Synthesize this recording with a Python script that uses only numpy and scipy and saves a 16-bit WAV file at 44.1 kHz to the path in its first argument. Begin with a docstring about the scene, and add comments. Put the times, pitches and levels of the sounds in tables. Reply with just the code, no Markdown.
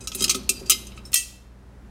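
"""In a quiet room, steel tongs are worked about close by in a glass jar that stands on a wire rack.
Each knock excites the damped modes of the steel, the glass and the air in the jar; sliding adds
stick-slip scraping and a faint singing. Then the catch slips and the jaws spring open with a brighter
ring. The rack rumbles and thuds under the hand, and a low hum fills the room."""
import sys
import numpy as np
from scipy import signal
from scipy.fft import irfft
from scipy.io import wavfile

SR = 44100
rng = np.random.default_rng(int(sys.argv[2]) if len(sys.argv) > 2 else 0)


def unload_wav(signal):
    """Save mono or channel-first audio to the path in sys.argv[1] as 16-bit WAV at rate SR, clipped to [-1, 1]."""
    wavfile.write(
        sys.argv[1],
        SR,
        np.round(np.clip(np.atleast_2d(signal).T, -1, 1) * 32767).astype(np.int16),
    )


N = 83790
T, HZ = np.arange(N) / SR, np.fft.rfftfreq(N, 1 / SR)
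BLOW_T = T[:SR * 2 // 5]
BLOW_HZ = np.fft.rfftfreq(len(BLOW_T), 1 / SR)
ATTACK_S = 0.00025

# tones of the hum: pitch_hz, level_db
HUM_TONES = [(58.8, -46.5), (119.5, -55), (196, -57.5)]
# noise spectra of the room: frequency_hz, relative_db
HISS_SPECTRUM = [(80, 0), (146, -10), (199, -4), (265, -7), (980, -18.5), (1250, -20), (1530, -20.5),
                 (3320, -32), (6000, -35.5), (11700, -42), (13000, -61.5), (16000, -81)]
DRONE_SPECTRUM = [(30, -42), (39, -0.5), (50, -5), (70, -5.5), (100, -10.5), (200, -51)]
# the background dips at the snap, then recovers: time_s, gain_db
BACKGROUND_GAIN = [(0, 1.5), (1.135, 1), (1.155, -14), (1.19, -4), (1.45, -3), (1.9, 0)]
# reverberation time: frequency_hz, t60_s
ROOM_DECAY = [(200, 0.29), (1500, 0.53), (4000, 0.67), (8000, 0.3), (12000, 0.48), (15000, .2)]
# rumble of hand and rack: time_s, level_db
RUMBLE_LEVEL = [(0, -48.5), (0.13, -53.5), (0.23, -36), (0.3, -40), (0.39, -43.5), (0.47, -49.5),
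                (0.64, -45), (0.8, -50.5), (1.0, -52), (1.12, -54.5), (1.16, -82), (1.9, -80.5)]
# its spectrum: frequency_hz, relative_db
RUMBLE_SPECTRUM = [(60, -10.5), (140, 0.5), (215, 4), (258, 1), (310, -4.5), (378, 3.5), (450, -11),
                   (560, -11.5), (750, -20), (1250, -14), (1700, -24), (5000, -38.5)]
# knocks that reach the rack: start_s, level_db, tilt_db_per_octave
THUDS = [(0.151, -36, 9.5), (0.211, -26.5, 4), (0.250, -38, -6), (0.347, -27.5, 10), (0.495, -30, -3),
         (0.613, -34.5, 14), (0.666, -39.5, 17.5), (0.711, -34, 7.5), (0.825, -44, 10), (1.172, -46, 9.5)]
# normal modes of each body: pitch_hz, relative_db, t60_s
RACK_MODES = [(196, -7, 0.16), (259, -4.5, .25), (380.4, 0.5, 0.16), (407, -6, 0.056), (536, -13.5, 0.093),
              (661, -18.5, 0.025)]
GLASS_MODES = [(2410, -8, .1), (2665, 1, 0.07), (3950, 3.5, 0.061), (5290, -3, 0.123), (5350, -1.5, .06),
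               (6380, -18, 0.039), (6330, -10.5, 0.1), (6730, 3.5, .07), (7700, -8.5, .07),
               (8800, -8.5, .06), (10515, -14.5, 0.0604), (11915, -13, 0.2), (14300, -9, .05)]
CAVITY_MODES = [(1200, -4, 0.023), (1281, 4.5, 0.15), (1286, -16.5, .08)]
CLOSED_TONG_MODES = [(2092, -17, .22), (2526, -5.5, 0.11), (2614, -9.5, 0.08), (3065, -5, 0.12),
                     (3193, -5.5, 0.19), (3900, -1, .12), (4960, -10.5, 0.24), (5000, -2.5, 0.12),
                     (5205, -9.5, 0.039), (6520, -7.5, .07), (6900, -8, 0.043), (6270, 3.5, 0.048),
                     (7030, -3.5, .09), (8390, -2.5, .09), (10300, -15.5, .09)]
OPEN_TONG_MODES = [(1947.4, -11, 0.26), (2270, -23.5, .2), (2659, -8.5, 0.22), (3180, -7, .15),
                   (4200, -3, .25), (4650, -8.5, .17), (5270, 3.5, .14), (5920, -5, .15), (6548, 8, .11),
                   (7590, -15, .13), (8280, -0.5, .1), (8675, 4, .17), (9760, -10.5, .15),
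                   (11010, -4.5, .16), (12440, -8, .13)]
CATCH_MODES = [(5313, 1, .12), (5420, -3, .06), (8560, -8, .18), (8926, -14, .18), (10160, -22.5, .15),
               (13890, -23, .15)]
# dense modes of steel on glass: frequency_hz, relative_db
CLACK_SPECTRUM = [(400, -27), (950, -19), (1270, 9), (1550, -19), (2000, -7.5), (2600, 4.5), (3500, -3.5),
                  (5200, -5), (8500, -4.5), (11000, -7.5), (15500, -9.5)]
# friction sounds of the sliding tongs: time_s, level_db
SINGING_LEVEL = [(0.50, -100), (0.515, -54.5), (0.53, -49.5), (0.58, -43.5), (0.635, -59.5), (0.665, -45.5),
                 (0.70, -51.5), (0.76, -100)]
SCRAPE_LEVEL = [(0, -42.5), (0.06, -52.5), (0.11, -76), (0.135, -40), (0.165, -48.5), (0.2, -32),
                (0.235, -34.5), (0.265, -43.5), (0.335, -50.5), (0.42, -71.5), (0.54, -66.5), (0.65, -62.5),
                (0.7, -47), (0.78, -50), (0.88, -58), (0.94, -69.5), (0.97, -54), (1.02, -77), (1.07, -54),
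                (1.12, -71), (1.3, -110)]
# closed tongs hit the jar: start_s, clack_db, centre_hz, clack_t60_s, steel_db, glass_db, cavity_db
KNOCKS = [(0.0725, -26, 6000, 0.057, -55, -29.5, -41), (0.1177, -33.5, 3960, 0.042, -44.5, -38, -41.5),
          (0.1484, -25.5, 10560, 0.062, -40, -33.5, -45.5), (0.207, -26, 6500, 0.039, -32, -34, -38),
          (0.2218, -23.5, 8970, 0.088, -21.5, -38.5, -38), (0.2412, -14.5, 5820, 0.045, -26, -29, -38),
          (0.28, -28, 5456, 0.036, -30, -42, -51.5), (0.2950, -13.5, 6000, 0.082, -20.5, -29, -51.5),
          (0.3100, -22.5, 5520, 0.053, -31, -36, -44), (0.3463, -24.5, 5000, .045, -34.5, -37, -32),
          (0.3550, -32.5, 8960, 0.056, -49.5, -45, -44.5), (0.432, -53.5, 7000, 0.091, -61, -57, -66),
          (0.4920, -13.5, 7450, .055, -34, -16, -39), (0.5690, -52, 6500, .1, -46.5, -55.5, -60),
          (0.596, -46.5, 7000, .1, -49.5, -51.5, -60.5), (0.66, -43.5, 6000, .1, -48.5, -59, -66.5),
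          (0.6970, -10.5, 9630, 0.052, -20.5, -18.5, -34.5), (0.7045, -11.5, 8000, 0.061, -18.5, -38, -35),
          (0.7180, -20, 4494, 0.082, -19.5, -30, -32.5), (0.8690, -44, 7360, .045, -39.5, -61, -69.5),
          (0.918, -50.5, 2980, 0.0597, -62, -52.5, -57), (0.9759, -42, 3000, 0.074, -54, -60, -46.5)]
# the jaws spring open: start_s, clack_db, centre_hz, clack_t60_s, ring_db
SNAPS = [(1.1185, -39.5, 9800, .025, -63.5), (1.1309, -31.5, 7000, 0.019, -26.5),
         (1.133, -32.5, 2970, .04, -36.5), (1.1410, -9.5, 9710, 0.025, -24),
         (1.1560, -22.5, 8000, 0.11, -17), (1.1740, -29, 7500, 0.15, -27)]


def amp(db):
    """Amplitude grows tenfold every 20 dB."""
    return 10 ** (np.asarray(db) / 20)


def unit_rms(x):
    """Normalisation to unit mean power."""
    return x / np.sqrt(np.mean(x ** 2) + 1e-20)


def curve_at(points, hz):
    """Interpolation on a logarithmic frequency axis."""
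    frequency, value = np.transpose(points)
    return np.interp(np.log(hz + 1), np.log(frequency), value)


def envelope(points):
    """Amplitude envelope, linear in decibels between points."""
    return amp(np.interp(T, *np.transpose(points)))


def add(mix, start_s, sound):
    """Superposition: a sound adds to the mix from its start time."""
    part = mix[max(round(start_s * SR), 0):][:len(sound)]
    part += sound[:len(part)]


def noise(spectrum_db):
    """Spectral shaping of Gaussian noise, at unit rms."""
    white = rng.standard_normal(len(spectrum_db)) + 1j * rng.standard_normal(len(spectrum_db))
    return unit_rms(irfft(white * amp(spectrum_db)))


def ring(modes, spread_db=6.5):
    """Free vibration is a sum of damped modes; the point of contact varies their shares."""
    hz, db, t60 = np.transpose(modes)[:, :, None]
    share = amp(db + spread_db * (2 * rng.random(db.shape) - 1))
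    phase = 2 * np.pi * (hz * BLOW_T + rng.random(hz.shape))
    partials = share * np.exp(-np.log(1000) * BLOW_T / t60) * np.sin(phase)
    return partials.sum(0) / np.sqrt(np.sum(share ** 2) / 2) * np.minimum(BLOW_T / ATTACK_S, 1)


def clack(centre_hz, t60, width_octaves=0.7, hold_s=0.0041, spread_db=4.5, spacing_hz=140):
    """Modal overlap: crowded modes merge into decaying noise, centred higher by a harder contact."""
    contact_db = -20 * np.log10(1 + (np.log2((BLOW_HZ + 1) / centre_hz) / width_octaves) ** 2)
    grid_hz = np.arange(0, SR / 2, spacing_hz)
    # each contact point favours its own few modes
    favour_db = spread_db * np.interp(BLOW_HZ, grid_hz, rng.standard_normal(len(grid_hz)))
    burst = noise(curve_at(CLACK_SPECTRUM, BLOW_HZ) + contact_db + favour_db)
    decay = np.exp(-np.log(1000) * np.maximum(BLOW_T - hold_s, 0) / t60)
    return burst * np.minimum(BLOW_T / ATTACK_S, 1) * decay


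def background(hiss_db=-51.5, drone_db=-53.5, low_cut_hz=70):
    """A line spectrum, the hum, lies over the continuous spectra of a low drone and a soft hiss."""
    hum = sum(amp(db) * np.sqrt(2) * np.sin(2 * np.pi * (hz * T + rng.random())) for hz, db in HUM_TONES)
    low_cut_db = -10 * np.log10(1 + (low_cut_hz / (HZ + 1)) ** 6)
    hiss = amp(hiss_db) * noise(curve_at(HISS_SPECTRUM, HZ) + low_cut_db)
    drone = amp(drone_db) * noise(curve_at(DRONE_SPECTRUM, HZ))
    return envelope(BACKGROUND_GAIN) * (hum + hiss + drone)


def room(direct, early_db=-15.5, tail_db=-18.5, early_s=.012):
    """Reverberation: early reflections from table and wall, then an exponentially decaying tail."""
    hz, t, spectra = signal.stft(rng.standard_normal(SR), SR, nperseg=256)
    decay = amp(-60 * t / curve_at(ROOM_DECAY, hz)[:, None])
    tail = signal.istft(spectra * decay, SR, nperseg=256)[1]
    tail *= np.minimum(np.arange(len(tail)) / SR / early_s, 1)
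    early = np.zeros(len(tail))
    early[(SR * early_s * rng.uniform(.2, 2, size=24)).astype(int)] = rng.choice([-1, 1], size=24)
    response = amp(early_db) * early / np.linalg.norm(early) + amp(tail_db) * tail / np.linalg.norm(tail)
    return direct + signal.fftconvolve(direct, response)[:N]


def rack(rise_s=.004):
    """Structure-borne sound: the shifting jar drives the rack into a low rumble and soft thuds."""
    out = envelope(RUMBLE_LEVEL) * noise(curve_at(RUMBLE_SPECTRUM, HZ))
    lowest_hz = RACK_MODES[0][0]
    for start_s, level_db, tilt in THUDS:
        thud = ring([(hz, db + tilt * np.log2(hz / lowest_hz), t60) for hz, db, t60 in RACK_MODES])
        add(out, start_s, amp(level_db) * thud * np.minimum(BLOW_T / rise_s, 1))
    return out


def singing(pitch_hz=4800, width_hz=89.5):
    """Friction-driven resonance: steady rubbing sustains a narrow band of the steel's vibration."""
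    resonance_db = -20 * np.log10(1 + ((HZ - pitch_hz) / width_hz) ** 2)
    return envelope(SINGING_LEVEL) * noise(resonance_db)


def scrape(slips_per_s=440, ring_db=-3, grit_db=-2, grit_top_hz=12000, spots=8):
    """Stick-slip friction: tiny slips excite the tongs, and each spot on the glass has its own colour."""
    slipping = rng.random(N) < slips_per_s / SR
    weakening_db = np.minimum(rng.exponential(1, N), 3)
    slips = slipping * amp(-weakening_db) * rng.choice([-1, 1], N)
    spot = rng.integers(0, spots, N)
    steel = unit_rms(signal.fftconvolve(slips, ring(CLOSED_TONG_MODES))[:N])
    grit = sum(signal.fftconvolve(slips * (spot == k), clack(centre_hz=7500, t60=0.052))[:N]
               for k in range(spots))
    grit = unit_rms(signal.sosfilt(signal.butter(6, grit_top_hz, fs=SR, output="sos"), grit))
    return envelope(SCRAPE_LEVEL) * (amp(ring_db) * steel + amp(grit_db) * grit)


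def knocks():
    """Impact excitation: the closed tongs hit the jar, and steel, glass and enclosed air all ring."""
    out = np.zeros(N)
    for start_s, clack_db, centre_hz, t60, steel_db, glass_db, cavity_db in KNOCKS:
        contact = amp(clack_db) * clack(centre_hz, t60)
        steel = amp(steel_db) * ring(CLOSED_TONG_MODES)
        glass = amp(glass_db) * ring(GLASS_MODES)
        cavity = amp(cavity_db) * ring(CAVITY_MODES)
        add(out, start_s, contact + steel + glass + cavity)
    return out


def spring_open(catch_s=1.053, ping_db=-38.5, click_db=-50, shimmer_db=-13.5):
    """Release of elastic energy: the catch slips, and the freed jaws bounce on glass and ring longer."""
    out = np.zeros(N)
    ping = amp(ping_db) * ring(CATCH_MODES)
    click = amp(click_db) * clack(centre_hz=9000, t60=.12)
    add(out, catch_s, ping + click)
    for start_s, clack_db, centre_hz, t60, ring_db in SNAPS:
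        contact = amp(clack_db) * clack(centre_hz, t60)
        jaws = ring(OPEN_TONG_MODES)
        shimmer = amp(shimmer_db) * clack(centre_hz=6500, t60=0.43)  # the jaws' many weak partials
        add(out, start_s, contact + amp(ring_db) * (jaws + shimmer))
    return out


def scene():
    """Superposition: tongs, jar and rack reverberate in the room, over its background."""
    direct = knocks() + spring_open() + scrape() + singing() + rack()
    return (room(direct) + background())[None]


def record(dry, cutoff_hz=15900):
    """Soft saturation rounds the peaks; a low-pass filter then limits the bandwidth."""
    low_pass = signal.firwin(255, cutoff_hz, window=("kaiser", 8), fs=SR)
    return signal.oaconvolve(np.tanh(dry), low_pass[None], "same")


dry = scene()
out = record(dry)
unload_wav(out)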